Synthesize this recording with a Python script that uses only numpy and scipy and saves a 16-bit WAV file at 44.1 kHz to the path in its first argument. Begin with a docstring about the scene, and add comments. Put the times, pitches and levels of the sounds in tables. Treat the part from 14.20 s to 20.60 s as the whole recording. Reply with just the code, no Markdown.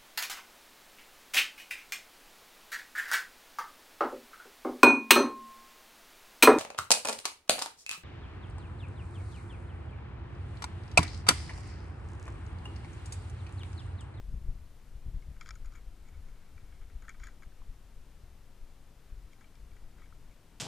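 """Low puffs of a light breeze buffet a body-worn microphone. After a second, small clacks join in:
a hanging scale is turned over in the hand, and its steel clip and hook swing against the hollow
plastic case. Each knock makes case, hook and clip ring briefly; in between, the steel slides and
fingers tap. Faint open-air noise and a steady hiss lie underneath."""
import sys
import numpy as np
from scipy import signal
from scipy.fft import rfft, irfft
from scipy.io import wavfile
from scipy.ndimage import uniform_filter1d

SR = 44100
rng = np.random.default_rng(int(sys.argv[2]) if len(sys.argv) > 2 else 0)


def dump_mix(stems):
    """Bounce the given channels to the path in sys.argv[1] as a 16-bit WAV at rate SR."""
    frames = np.atleast_2d(stems).T  # one column per channel
    limited = np.clip(frames, -1, 1)  # hard clip at full scale
    pcm = np.round(limited * 32767).astype(np.int16)
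    wavfile.write(sys.argv[1], SR, pcm)


N = 282240

# the tones that case, hook and clip ring with: (pitch [Hz], level [dB], time to fade 60 dB if free [s])
SCALE_TONES = [(1060, -4.5, 0.034), (1266, -2, 0.055), (1367, -1.5, 0.045), (1470, 5.5, 0.017),
               (1617, 2.5, 0.021), (1840, -8, 0.049), (1957, -5.5, 0.045), (2180, -3.5, 0.029),
               (2292, -5.5, 0.042), (2420, -16.5, 0.031), (3194, -11, 0.02), (3520, -2, 0.017),
               (4075, -7, 0.023), (4710, -1, 0.015), (5140, -7, 0.024), (5500, -1, 0.014),
               (6100, -3, 0.0061), (6630, 0, 0.012), (6950, -5, 0.026), (6715, 6, 0.012),
               (7140, 0.5, 0.0061), (8160, -11, 0.0068), (11220, -12.5, 0.01)]
GRIP_SHARE = 0.72   # share of that fading time left when a hand holds the scale
# swirls of air that hit the microphone: (time [s], strength [dB], pitch [Hz], half length of gust [s])
SWIRLS = [(0.089, -36, 61, 0.021), (.142, -30, 60.5, 0.021), (.175, -36, 30, 0.017), (0.215, -38, 58, .015),
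          (.245, -32.5, 35, 0.023), (0.291, -27, 48, 0.029), (.356, -38.5, 62, 0.014),
          (.759, -35, 41.2, 0.037), (.867, -34, 63, 0.017), (.886, -33.5, 52.7, 0.03),
          (0.946, -33, 46.6, 0.016), (0.971, -33, 48, 0.033), (1.088, -36, 65, 0.015),
          (1.118, -36.5, 67.6, .01), (1.183, -45, 33, 0.013), (1.346, -49.5, 35, 0.013),
          (1.42, -38, 30.2, 0.035), (1.474, -38.5, 28, 0.042), (1.686, -38, 34.5, 0.021),
          (1.975, -32.5, 27.3, 0.026), (2.116, -54, 35, .02), (2.365, -40, 41.6, .015),
          (2.44, -41.5, 38.3, 0.024), (2.623, -38, 29.2, 0.0082), (2.757, -34, 36.2, 0.022),
          (2.835, -45, 33, .025), (3.021, -35.5, 36.2, 0.051), (3.068, -42, 35.2, .013),
          (3.273, -38.5, 45.3, 0.0065), (3.417, -43.5, 26, 0.025), (3.496, -37, 42, 0.036),
          (3.78, -40.5, 28, .03), (4.038, -41.5, 54, 0.0076), (4.43, -41.5, 24.7, 0.0083),
          (4.931, -37.5, 43, 0.023), (4.981, -36.5, 31.5, 0.031), (5.052, -39.5, 34.7, 0.031),
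          (5.431, -41.5, 38, 0.024), (5.525, -41, 32.7, 0.024), (5.65, -41, 28.8, 0.017)]


def clacks(scatter_db=2.0, detune=0.0082, hard_scuff_s=0.00055):
    """Steel knocks on the case and every part rings; the hardest, shortest knocks also crack."""
    # where a knock lands decides how hard each part rings:
    # (time [s], low case [dB], middle case [dB], high case [dB], hook [dB], clip [dB], scuff time [s])
    knocks = [(1.0222, -77, -83.0, -63, -73, -85.0, 0.0013),
              (1.2107, -50.5, -58, -48.5, -57.0, -59, 0.00082),
              (1.26, -55, -64, -58, -64.5, -65.5, 0.00068), (1.2695, -62, -70, -70, -64, -69, 0.0015),
              (1.279, -61, -70, -62, -64, -70, 0.0013), (1.2898, -50, -54, -60, -55, -56, 0.00068),
              (1.3069, -48.5, -58, -51.5, -52, -56.5, 0.0013),
              (1.3545, -57.5, -74, -65, -70, -61.5, 0.0015),
              (1.4455, -61.5, -70, -75.5, -73.0, -72.5, 0.0014), (1.458, -65, -72, -64, -70.5, -64, 0.0015),
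              (1.522, -61, -69, -70.0, -74, -76, 0.0013), (1.5362, -64, -77, -80, -71, -71.0, 0.0013),
              (1.551, -66, -62.5, -66, -74, -63, 0.0041), (1.886, -69, -74, -66, -81.5, -68.0, 0.0014),
              (2.084, -73, -79, -67.5, -81, -74, 0.0014), (2.377, -63, -70, -61, -78.0, -75.0, 0.0019),
              (2.524, -77, -65, -63.5, -84, -85.0, 0.0013), (2.613, -66, -69, -72, -81.0, -76.0, 0.0026),
              (2.699, -68, -68, -68, -81.0, -80.0, 0.0018), (2.822, -60.5, -66, -65, -79.0, -66.0, 0.00082),
              (2.881, -50, -49, -60, -72, -69, 0.00071), (2.8929, -65, -52, -50.5, -67, -52.5, 0.00091),
              (2.943, -60, -65, -64, -81.0, -81.5, 0.002), (2.9982, -61, -61.5, -66, -72, -71, 0.0017),
              (3.0335, -53, -50.5, -54, -71, -76, 0.00098), (3.0383, -58, -61, -58, -63, -55, 0.00081),
              (3.0697, -55.5, -50.5, -68, -65, -58, 0.0007), (3.0832, -60, -57, -74, -80.0, -73, 0.0011),
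              (3.222, -60.5, -65, -62, -76, -71.5, 0.0011), (3.232, -62, -57.5, -61, -75, -70.0, 0.0009),
              (5.132, -80.5, -80, -61, -73, -71, 0.00073), (5.209, -61, -62, -73, -75.5, -72, 0.0017),
              (5.243, -70, -73, -61.5, -81.5, -78.0, 0.0015), (5.354, -80, -79, -69, -69, -76, 0.0012),
              (5.515, -77, -82.5, -69.5, -81.0, -84.5, 0.0013), (5.532, -71, -70, -80, -82, -84, 0.0015),
              (5.565, -70, -66, -68, -81.0, -74, 0.0012), (5.782, -67, -70, -76, -84, -84, 0.0013),
              (5.8185, -60.5, -63.5, -67, -83, -79, 0.001), (5.857, -76.0, -66, -67, -81.5, -85.0, 0.00089),
              (6.111, -76, -76, -68, -81.0, -78.0, 0.0012), (6.124, -80, -81, -73, -84, -82, 0.0013)]
    t, out = np.arange(SR // 8) / SR, np.zeros(N + SR)
    hz, tone_db, fade_s = np.transpose(SCALE_TONES)
    for time_s, *parts_db, scuff_s in knocks:
        level_luck, pitch_luck, sign_luck = rng.standard_normal((3, len(hz)))
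        strength = from_db(tone_db + scatter_db * level_luck) * np.sign(sign_luck)
        pitch = hz * (1 + detune * pitch_luck)   # the grip shifts the tones a little
        rings = ringing(t, pitch, fade_s * GRIP_SHARE, rise_cycles=1.6)
        force = knock_force(t, scuff_s)
        crack_db = parts_db[-1] - 8 - 10 * np.log2(scuff_s / hard_scuff_s)
        sound = with_level(steel_crack(t), crack_db)
        for part, db in enumerate(parts_db):
            part_ring = (strength * (part_of(hz) == part)) @ rings
            sound += with_level(signal.fftconvolve(force, part_ring)[:len(t)], db)
        start = round(time_s * SR)
        out[start:start + len(t)] += sound
    return without_bass(out[:N], low_hz=970)


def knock_force(t, scuff_s, firm_s=0.0016):
    """One blow, then tiny bounces; the longer the scuff, the more of the force is in the bounces."""
    bounces = tiny_catches(len(t), per_s=5000) * t * np.exp(-t / scuff_s)
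    force = scuff_s / firm_s * bounces / (np.linalg.norm(bounces) + 1e-12)
    force[0] = 1
    return force


def steel_crack(t, fade_s=0.0027):
    """The bright crack where steel lands: it starts at once and dies within milliseconds."""
    treble = signal.butter(2, [7500, 12000], "band", fs=SR, output="sos")
    return signal.sosfilt(treble, rng.standard_normal(len(t)) * np.exp(-t / fade_s))


def sliding_steel():
    """Steel slides along the case, catching and slipping so fast that the scale's tones blur to a rasp."""
    # slides as the wrist turns:
    # (time [s], level [dB], half length [s], high case over low case [dB], steel over case [dB])
    slides = [(1.169, -64, 0.0065, -9.5, -19), (1.208, -65, 0.0044, -7, -10), (1.223, -59, 0.0089, -3, -8),
              (1.267, -61, 0.009, -14, -12), (1.342, -69, 0.0087, -10, -6), (1.47, -68, .012, -11, -15),
              (1.555, -58.5, 0.0049, -5, -18), (1.577, -63, 0.012, -2, -15), (1.866, -72, .016, 7, -10),
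              (1.948, -67, .008, -2, -17), (2.25, -76, 0.32, -3, -12), (2.555, -68.5, 0.0073, 5, -10),
              (2.628, -69, .01, 1, -16), (2.85, -62.5, 0.0099, -15, -14), (2.9, -56, 0.012, -2, -14),
              (3.049, -61.5, 0.03, -3, -6.5), (3.104, -67.5, 0.015, -8, -15), (5.125, -73, 0.0063, 8, -2),
              (5.224, -70, .007, 4, -10), (5.8, -67, 0.01, -6, -15), (5.84, -66.5, 0.012, 5, -13)]
    t, out = np.arange(SR // 8) / SR, np.zeros(N)
    hz, tone_db, fade_s = np.transpose(SCALE_TONES)
    times, case_db, half_s, high_db, steel_db = np.transpose(slides)
    low_db = case_db - 10 * np.log10(1 + from_db(high_db) ** 2)   # low and high tones share the energy
    rings = ringing(t, hz, fade_s * GRIP_SHARE, rise_cycles=0.67)
    strength = from_db(tone_db) * rng.choice([-1, 1], len(hz))
    friction = tiny_catches(N, per_s=1400)
    part = part_of(hz)
    for tones, db in ((part < 2, low_db), (part == 2, low_db + high_db), (part > 2, case_db + steel_db)):
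        rasp = signal.fftconvolve(friction, (strength * tones) @ rings)[:N]
        out += swells(times, db, half_s) * steadied(unit_level(rasp), seconds=0.011)
    return without_bass(out, low_hz=810)


def finger_taps(boost_db=4.5):
    """A soft fingertip wakes just one dull tone of the case."""
    # fingers landing on the case: (time [s], strength [dB], pitch [Hz])
    taps = [(3.322, -54, 1520), (3.418, -44, 1070), (5.925, -42.5, 1320)]
    t, out = np.arange(SR // 8) / SR, np.zeros(N + SR)
    for time_s, db, hz in taps:
        ring = ringing(t, hz, fade_s=0.011, rise_cycles=2.5)[0]
        start = round(time_s * SR)
        out[start:start + len(t)] += from_db(db + boost_db) * ring
    return out[:N]


def wind_puffs(trim_db=-1.0):
    """Each passing swirl of air pushes on the microphone, then sucks: one quick swing of pressure."""
    t, out = np.arange(N) / SR, np.zeros(N)
    for time_s, db, hz, _ in SWIRLS:
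        past = 2 * np.sqrt(np.pi) * hz * (t - time_s)   # how far the swirl's middle has gone by
        out -= from_db(db + trim_db) * np.pi * past / (1 + past ** 2) ** 2
    return out


def breeze(typical_swirl_db=-31, typical_swirl_hz=40.4):
    """A breeze with a gust around each swirl: large swirls rumble, smaller ones flutter above them."""
    # the breeze between gusts, slowly dying down: (time [s], strength [dB])
    breeze_curve = [(0, -44.5), (.4, -48.5), (.6, -54), (.8, -50), (1.25, -49.5), (1.5, -48), (1.8, -52),
                    (2.05, -45.5), (2.24, -53), (2.5, -51), (3.15, -52.5), (3.6, -54.5), (4.5, -53),
                    (4.8, -56.5), (5.25, -57), (5.6, -53.5), (6.1, -51.5), (6.2, -63), (6.4, -57)]
    # how deep or bright the rumble and the flutter are: (frequency [Hz], level [dB])
    rumble_spectrum = [(17, 10), (27, -3), (45, -2.5), (70, -10), (100, -22.5), (160, -35.5), (300, -59),
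                       (3000, -120)]
    flutter_spectrum = [(50, -9.5), (100, 1), (150, -4.5), (220, -10.5), (350, -20), (700, -33),
                        (1500, -45), (6000, -110)]
    breeze_db = np.interp(np.arange(N) / SR, *np.transpose(breeze_curve))
    times, swirl_db, hz, half_s = np.transpose(SWIRLS)
    # strong, small (higher-pitched) swirls flutter most
    gust_flutter_db = -58.5 + 1.16 * (swirl_db - typical_swirl_db) + 15.5 * np.log2(hz / typical_swirl_hz)
    breeze_flutter_db = -64.5 + 0.34 * (breeze_db - breeze_db.mean())
    rumble_gain = np.hypot(from_db(breeze_db + 2.5), swells(times, swirl_db - 8.5, half_s))
    flutter_gain = np.hypot(from_db(breeze_flutter_db), swells(times, gust_flutter_db, half_s))
    rumble = steadied(shaped_noise(rumble_spectrum), seconds=0.063)
    flutter = steadied(shaped_noise(flutter_spectrum), seconds=0.061)
    return rumble_gain * rumble + flutter_gain * flutter


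def open_air(level_db=-65.5):
    """The faint, even rush of the outdoors."""
    # strongest in the bass: (frequency [Hz], level [dB])
    air_spectrum = [(40, -2), (120, -2.5), (230, -0.5), (400, -3.5), (700, -7.5), (1300, -10.5),
                    (2500, -14.5), (5000, -19.5), (9000, -23), (15000, -28)]
    return from_db(level_db) * shaped_noise(air_spectrum)


def hiss(level_db=-75):
    """A steady hiss, separate for left and right."""
    # nearly even from low to high: (frequency [Hz], level [dB])
    hiss_spectrum = [(100, 0), (300, 1), (700, 1.5), (2000, 4), (5000, 4), (9000, 2.5), (12000, 3.5),
                     (15000, -4)]
    return from_db(level_db) * np.array([shaped_noise(hiss_spectrum), shaped_noise(hiss_spectrum)])


def ringing(t, hz, fade_s, rise_cycles):
    """Tones, one a row, that build up over a few cycles and fall by 60 dB in fade_s."""
    cycles = np.outer(hz, t)
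    rise = 1 - np.exp(-cycles / rise_cycles)
    fade = np.exp(-np.log(1000) * np.outer(1 / fade_s, t))
    return np.sin(2 * np.pi * cycles) * rise * fade


def part_of(hz):
    """Which part owns each tone: 0-2 low, middle and high case, 3 hook, 4 clip."""
    # borders between one part's tones and the next: (frequency [Hz])
    borders = [1540, 2080, 3350, 5900]
    return np.searchsorted(borders, hz)


def tiny_catches(size, per_s):
    """Random little clicks of one surface catching on another."""
    return (rng.random(size) < per_s / SR) * rng.standard_normal(size)


def without_bass(x, low_hz):
    """A small case gives off no bass."""
    return signal.sosfilt(signal.butter(6, low_hz, "high", fs=SR, output="sos"), x)


def swells(times, levels_db, half_lengths):
    """A loudness curve of smooth, bell-shaped bumps; where they overlap, their power adds up."""
    t, power = np.arange(N) / SR, np.zeros(N)
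    for time_s, db, half_s in zip(times, levels_db, half_lengths):
        bell = np.exp(-np.minimum(((t - time_s) / half_s) ** 2, 20))
        power += from_db(db) ** 2 * bell
    return np.sqrt(power)


def shaped_noise(spectrum):
    """Noise at level 1 with the given mix of lows and highs, fading out below hearing."""
    hz = np.arange(N // 2 + 1) * SR / N + 1e-3
    points_hz, level_db = np.transpose(spectrum)
    gain = from_db(np.interp(np.log(hz), np.log(points_hz), level_db))
    low_cut = 1 / np.sqrt(1 + (15 / hz) ** 8)
    return unit_level(irfft(rfft(rng.standard_normal(N)) * gain * low_cut, N))


def steadied(x, seconds):
    """Even out chance swells that last longer than the given time."""
    size = int(seconds * SR)
    power = uniform_filter1d(uniform_filter1d(x ** 2, size), size)
    return x / np.sqrt(np.abs(power) + 1e-6)


def with_level(x, db, knock_s=0.005):
    """Give a short sound the energy of the given level held for the length of a knock."""
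    return from_db(db) * np.sqrt(knock_s * SR) * x / (np.linalg.norm(x) + 1e-12)


def unit_level(x):
    """Bring a sound's average (rms) level to 1."""
    return x / np.sqrt(np.mean(x ** 2) + 1e-20)


def from_db(db):
    """Turn decibels into a number to multiply by."""
    return 10 ** (np.asarray(db) / 20)


def scene(left_lead_db=4.5):
    """All outdoor sound is louder on the left; the hiss is equally loud on both sides."""
    outdoors = clacks() + sliding_steel() + finger_taps() + wind_puffs() + breeze() + open_air()
    sides = from_db(left_lead_db * np.array([[.5], [-.5]]))
    return outdoors * sides / sides.mean() + hiss()


def record(dry, cutoff_hz=15250):
    """The very highest treble is cut off steeply."""
    return signal.sosfilt(signal.ellip(12, .1, 70, cutoff_hz, fs=SR, output="sos"), dry)


dry = scene()
out = record(dry)
dump_mix(out)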